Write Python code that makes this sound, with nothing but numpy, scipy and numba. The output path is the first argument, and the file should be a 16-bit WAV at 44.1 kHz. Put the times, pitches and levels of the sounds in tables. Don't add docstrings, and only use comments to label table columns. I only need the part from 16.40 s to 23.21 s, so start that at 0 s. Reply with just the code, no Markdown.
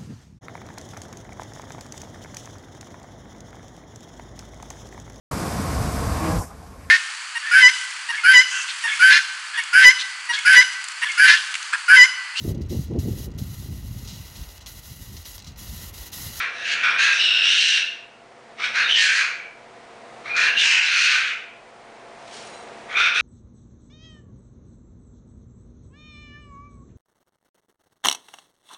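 import sys
import numpy as np
from scipy import signal
from scipy.fft import rfft, irfft
from scipy.io import wavfile
from scipy.ndimage import uniform_filter1d
from numba import njit

SR = 44100
rng = np.random.default_rng(int(sys.argv[2]) if len(sys.argv) > 2 else 0)


def unload_audio(sound):
    columns = np.transpose(np.atleast_2d(sound))
    steps = np.round(np.clip(columns, -1, 1) * 32767)
    wavfile.write(sys.argv[1], SR, steps.astype(np.int16))


N = 300310
TIME = np.arange(N) / SR
FREQS = np.fft.rfftfreq(N, 1 / SR)


def gain_of(db):
    return 10 ** (np.asarray(db) / 20)


def unit_rms(x):
    return x / np.sqrt(np.mean(x ** 2) + 1e-20)


def steadied(x):
    return x / np.sqrt(abs(uniform_filter1d(x ** 2, size=1000)) + 1e-12)


def curve_at(points, hz):
    point_hz, value = np.transpose(points)
    return np.interp(np.log(hz + 1), np.log(point_hz + 1), value)


def noise(colour):
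    return unit_rms(irfft(rfft(rng.standard_normal(N)) * gain_of(curve_at(colour, FREQS)), N))


def wander(rate_hz):
    return unit_rms(irfft(rfft(rng.standard_normal(N)) / (1 + (FREQS / rate_hz) ** 4), N))


def sine(hz):
    return np.sin(2 * np.pi * np.cumsum(hz) / SR)


def cut(x, hz, kind, order):
    return signal.sosfilt(signal.butter(order, hz, kind, fs=SR, output="sos"), x)


@njit
def resonate(x, hz, width_hz):
    pole = np.exp(np.pi * (2j * hz - width_hz) / SR)
    feed = 1 - np.exp(-np.pi * width_hz / SR)
    out, state = np.zeros(len(x)), 0j
    for i in range(len(x)):
        state = pole[i] * state + feed[i] * x[i]
        out[i] = 2 * state.real
    return out


# (frequency [Hz], relative density [dB])
AIR_COLOUR = [(15, -46.5), (25, -11), (81, -21.5), (124, -14.5), (172, -16.5), (226, -9), (283, -12),
              (492, -3), (601, -6), (681, -3), (1150, -9), (2210, -13), (2830, -18), (7720, -29.5),
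              (9910, -34), (12900, -65), (21800, -120)]
# (frequency [Hz], level [dB])
FAN_HUM = [(120, -64), (145, -68.5), (226.5, -60.5), (327, -70.5), (375, -61.5), (487, -56), (686, -49.5)]


def fan(air_db=-41.5, waver_db=.5, drift=.002):
    hum = sum(gain_of(db + waver_db * wander(3.8)) * sine(hz * (1 + drift * wander(6)))
              for hz, db in FAN_HUM)
    return cut(gain_of(air_db) * noise(AIR_COLOUR) + np.sqrt(2) * hum, 37, "high", order=2)


def rasp(flap_hz=240, jitter=.35, puff_turns=.6, leak=.72, flutter_db=1.54):
    turns = np.cumsum(flap_hz * np.exp(jitter * wander(150))) / SR
    opening = leak + np.exp(-(turns % 1) / puff_turns)
    return unit_rms(opening * gain_of(flutter_db * wander(120)) * rng.standard_normal(N))


# (start [s], end [s], start effort [dB], end effort [dB], start beak [Hz], end beak [Hz], squeeze [0-1],
# slackness [around 1], brightness [dB], third resonance [Hz], fourth resonance [Hz])
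SYLLABLES = [(0, .07, -13.5, -25.5, 1430, 1440, 0.02, 1.02, -2, 3580, 5900),
             (.13, 0.226, -34.5, -25, 1680, 1700, 0.03, 0.82, 3, 3820, 5970),
             (.255, 0.33, -21.5, -16.5, 1651, 1601, .2, 1.15, 0, 4350, 6500),
             (0.362, 0.42, -29.5, -25, 1420, 1450, 0.23, 0.94, -9, 3350, 6400),
             (.44, 0.493, -13, -18.5, 1480, 1440, 0, 0.92, 0.5, 3500, 5680),
             (.51, .56, -23.5, -24, 1460, 1450, 0.06, 0.75, -4, 3380, 5600),
             (.592, 0.701, -13.5, -8.5, 1625, 1620, .12, 0.97, 1.5, 3970, 6350),
             (.73, .77, -21.5, -18.5, 1530, 1520, .2, .86, 8, 3640, 5870),
             (2.195, 2.244, -25.5, -15, 1219, 1387, .22, 0.92, 0, 3669, 5630),
             (2.354, 2.425, -16, -14.5, 1544, 1600, 0.02, 0.93, 2, 4100, 6200),
             (3.859, 3.917, -31, -34.5, 1280, 1300, .1, 0.87, -4, 3970, 5900),
             (3.965, 4.084, -19, -16.5, 1453, 1690, 0, 1.03, 0.5, 4195, 6300),
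             (6.502, 6.547, -33, -29, 1200, 1330, 0.15, .95, -3.5, 3370, 6430),
             (6.572, 6.681, -19, -15.5, 1383, 1480, 0.2, 0.9, -0.5, 3600, 5850),
             (6.749, 6.812, -19, -14.5, 1480, 1420, 0.4, 0.87, 0.5, 3750, 6000)]


def syllables(bite_db=2):
    return [[(start, start_db, start_hz, squeeze, slack, bright_db + bite_db, *upper_hz),
             (end, end_db, end_hz, squeeze, slack, bright_db - bite_db, *upper_hz)]
            for start, end, start_db, end_db, start_hz, end_hz, squeeze, slack, bright_db, *upper_hz
            in SYLLABLES]


def breath(call, attack_db_per_s=850.5, release_db_per_s=480):
    times, effort_db = np.transpose(call)[:2]
    attack_db = attack_db_per_s * np.maximum(times[0] - TIME, 0)
    release_db = release_db_per_s * np.maximum(TIME - times[-1], 0)
    return gain_of(np.interp(TIME, times, effort_db) - attack_db - release_db)


# (base width [Hz], base level [dB], widening with slackness [power])
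THROAT_MODES = [(221, -9, 0.14), (296.9, -0.5, 1.93), (670, -5, 1.884), (887, -7, 2.836), (1010, -15, 2.8)]


def throat(drive, mode_hz, squeeze, slack, bright_db, open_db=7.5, squeeze_db=-19.5, nasal_share=.63):
    nasal_db = nasal_share * bright_db
    lift_db = [open_db + squeeze_db * squeeze, 0, nasal_db, bright_db, bright_db]
    damping = [1, 1, gain_of(-.5 * nasal_db), 1, 1]
    voice = np.zeros(N)
    for k, (width_hz, db, power) in enumerate(THROAT_MODES):
        mode = resonate(drive, mode_hz[k], width_hz * damping[k] * slack ** power)
        voice += (-1) ** k * gain_of(db + lift_db[k]) * mode
    return cut(cut(voice, 950, "high", order=6), 2500, "low", order=2)


def screech(hz, jitter=.06, shake_hz=400, overtone_db=-14, half_db=-12):
    pitch = hz * (1 + jitter * wander(shake_hz))
    return unit_rms(sine(pitch) + gain_of(overtone_db) * sine(2 * pitch)
                    + gain_of(half_db) * sine(pitch / 2))


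def throat_ring(hz, jitter=.035, shake_hz=200):
    return np.sqrt(2) * sine(hz * (1 + jitter * wander(shake_hz)))


# (time [s], effort [dB], beak [Hz],
# squeeze [0-1], slackness [around 1], brightness [dB], third resonance [Hz], fourth resonance [Hz])
SCREECH_CURVES = [
    [(.8, -10.5, 1586, 1, 0.7, 4, 3855, 5450), (.92, -12, 1490, .9, 0.64, 0, 3770, 5387),
     (1.02, -10, 1570, .7, 0.77, 1, 3720, 5450), (1.1, -7, 1610, .64, 0.85, 2, 3700, 5780),
     (1.22, -5.5, 1629, .62, 1.04, 6, 4100, 5885), (1.377, -7, 1578, 0.58, 0.83, 2.5, 3830, 5760)],
    [(2.497, -14, 1585, 1, 0.74, -3.5, 3640, 5876), (2.54, -13, 1720, 0.98, 0.85, -1.5, 3600, 5800),
     (2.57, -9.5, 1780, 0.42, 1.43, 2, 3380, 5200), (2.63, -7.5, 1650, 0.06, 1.02, 3, 4300, 6580),
     (2.7, -9.5, 1610, 0.03, 1.5, 6, 4320, 6600), (2.73, -15.5, 1560, 0.07, 1.1, 4, 4300, 6500),
     (2.78, -8.5, 1516, 0.09, 1.13, 1.5, 4350, 6450), (2.84, -16, 1492, 0, 0.97, 5, 4350, 6450),
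     (2.9, -34, 1444, 0, 0.75, 3, 4300, 6500)],
    [(4.178, -10.5, 1530, 1, 0.7, -0.5, 3915, 6200), (4.25, -10.5, 1620, 0.34, 1.61, 2.5, 3120, 5850),
     (4.34, -7.5, 1304, 1, 1.46, -2, 3234, 5950), (4.43, -8, 1400, 0.78, 1.75, 0.5, 2850, 5300),
     (4.49, -10, 1550, 0.25, .8, 4.5, 4160, 6300), (4.58, -6.5, 1446, 0.44, 1.04, 3, 4320, 6270),
     (4.75, -7.5, 1504, .18, 1.06, 2.5, 4120, 6200), (4.81, -17, 1490, .2, 1.23, 2.5, 3800, 6060),
     (4.905, -16.5, 1383, 0.31, 1.33, -7, 3500, 6100)],
]


def cockatoo(screech_db=-19, ring_db=-10.5, tremble=.012, tremble_hz=14, flicker_db=2,
             beak_rest_hz=1500, second_rest_hz=2434):
    calls = syllables() + SCREECH_CURVES
    times, _, *columns = np.transpose(sorted(tuple(point) for call in calls for point in call))
    beak_hz, squeeze, slack, bright_db, third_hz, fourth_hz = (np.interp(TIME, times, c) for c in columns)
    unrest = wander(tremble_hz)
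    beak_hz *= 1 + tremble * unrest
    bright_db += flicker_db * unrest
    second_hz = second_rest_hz * (beak_hz / beak_rest_hz) ** .7 * (1 + .15 * squeeze)
    mode_hz = [beak_hz, second_hz, third_hz, fourth_hz, 1.508 * fourth_hz]
    tight = np.clip(np.minimum(squeeze - .33, 1.2 - slack) / .28, 0, 1)
    drive = rasp() + gain_of(screech_db) * tight * screech(second_hz)
    voice = steadied(throat(drive, mode_hz, squeeze, slack, bright_db))
    ring = gain_of(ring_db) * tight * throat_ring(second_hz)
    return steadied(voice + ring) * sum(breath(call) for call in calls)


# (start [s], end [s], start pitch [Hz], end pitch [Hz], level [dB])
WHISTLE_GLIDES = [(2.428, 2.476, 3680, 3713, -24), (2.58, 2.721, 1800, 1535, -19),
                  (2.902, 3.013, 2324, 2280, -30.5), (3.893, 4.001, 2430, 2395, -27),
                  (4.069, 4.123, 2700, 2795, -25.5), (4.32, 4.46, 2710, 2800, -16),
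                  (6.544, 6.702, 2407, 2520, -22), (6.556, 6.691, 3563, 3570, -26.5),
                  (6.568, 6.702, 1350, 1520, -27)]


def whistles(jitter=.026, shake_hz=200, fade_s=.0073):
    sound = np.zeros(N)
    shake = 1 + jitter * wander(shake_hz)
    for start, end, start_hz, end_hz, db in WHISTLE_GLIDES:
        hz = np.interp(TIME, [start, end], [start_hz, end_hz]) * shake
        envelope = np.clip(np.minimum(TIME - start, end - TIME) / fade_s, 0, 1)
        sound += gain_of(db) * envelope * sine(hz)
    return np.sqrt(2) * sound


# (frequency [Hz], relative density [dB])
FEATHER_COLOUR = [(500, -11), (1500, -1.5), (3000, 3.5), (4500, 1), (6000, -0.5), (10000, -9)]
# (peak time [s], level [dB], rise [dB/s], fade [dB/s])
FEATHER_STROKES = [(5.935, -40.5, 115, 77), (6.38, -55.5, 300, 200)]


def feathers(grain_db=4, grain_hz=80):
    swells = sum(gain_of(db - np.maximum(rise * (peak - TIME), fade * (TIME - peak)))
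                 for peak, db, rise, fade in FEATHER_STROKES)
    return swells * unit_rms(noise(FEATHER_COLOUR) * gain_of(grain_db * wander(grain_hz)))


# (frequency [Hz], relative level [dB], t60 [s])
WIRE_MODES = [(3140, -6, .5), (4000, 2.5, 0.59), (5749, 0, 0.52), (6750, 6, 0.27), (8231, 3, 0.3),
              (8495, -1, 0.34), (9545, 4, 0.34)]
# (time [s], level [dB])
WIRE_KNOCKS = [(5.93, -57), (6.05, -59), (6.135, -59)]


def cage_wires(buzz_depth_hz=35, buzz_rate_hz=58):
    sound = np.zeros(N)
    for hz, db, t60 in WIRE_MODES:
        decay = sum((TIME > start) * gain_of(knock_db + db - 60 * abs(TIME - start) / t60)
                    for start, knock_db in WIRE_KNOCKS)
        sound += decay * sine(hz + buzz_depth_hz * wander(buzz_rate_hz))
    return sound


# (frequency [Hz], t60 [s])
ROOM_DECAY = [(300, 1), (1200, 0.55), (2200, 0.58), (4000, 0.47), (9000, 0.43)]


def room(x, direct_db=-2.5, wet_db=-1.5, sets=7, handovers_per_s=10, density=.1, predelay_s=.003):
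    wet = np.zeros(N)
    for k in range(sets):
        taps = rng.standard_normal(SR) * (rng.random(SR) < density) * (TIME[:SR] > predelay_s)
        hz, age, spectra = signal.stft(taps, SR, nperseg=256)
        decay = gain_of(-60 * age / curve_at(ROOM_DECAY, hz)[:, None])
        tail = signal.istft(spectra * decay, SR, nperseg=256)[1]
        turn = (handovers_per_s * TIME - k) % sets
        facing = np.sin(np.pi / 2 * turn) * (turn < 2)
        wet += signal.fftconvolve(x * facing, tail / np.linalg.norm(tail))[:N]
    return gain_of(direct_db) * x + gain_of(wet_db) * wet


def scene():
    return (room(cockatoo() + whistles() + feathers() + cage_wires()) + fan())[None]


def record(dry, limit_db=-15, recover_db_per_s=7.5, start_duck_db=7, offset=.062, ceiling=.56,
           top_hz=10030):
    over_db = 10 * np.log10(abs(uniform_filter1d(dry[0] ** 2, size=300)) + 1e-12) - limit_db
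    over_db[0] = start_duck_db
    recovery_db = recover_db_per_s * TIME
    duck_db = np.maximum(np.maximum.accumulate(over_db + recovery_db) - recovery_db, 0)
    gain = gain_of(-uniform_filter1d(duck_db, size=120))
    thumps = cut(offset * (gain - gain[0]), 30, "high", order=2)
    limited = gain * dry[0] + thumps
    rounded = limited / (1 + (limited / ceiling) ** 10) ** (1 / 10)
    low_pass = signal.firwin(1023, top_hz, window=("kaiser", 9), fs=SR)
    return signal.oaconvolve(rounded, low_pass, "same")[None]


dry = scene()
out = record(dry)
unload_audio(out)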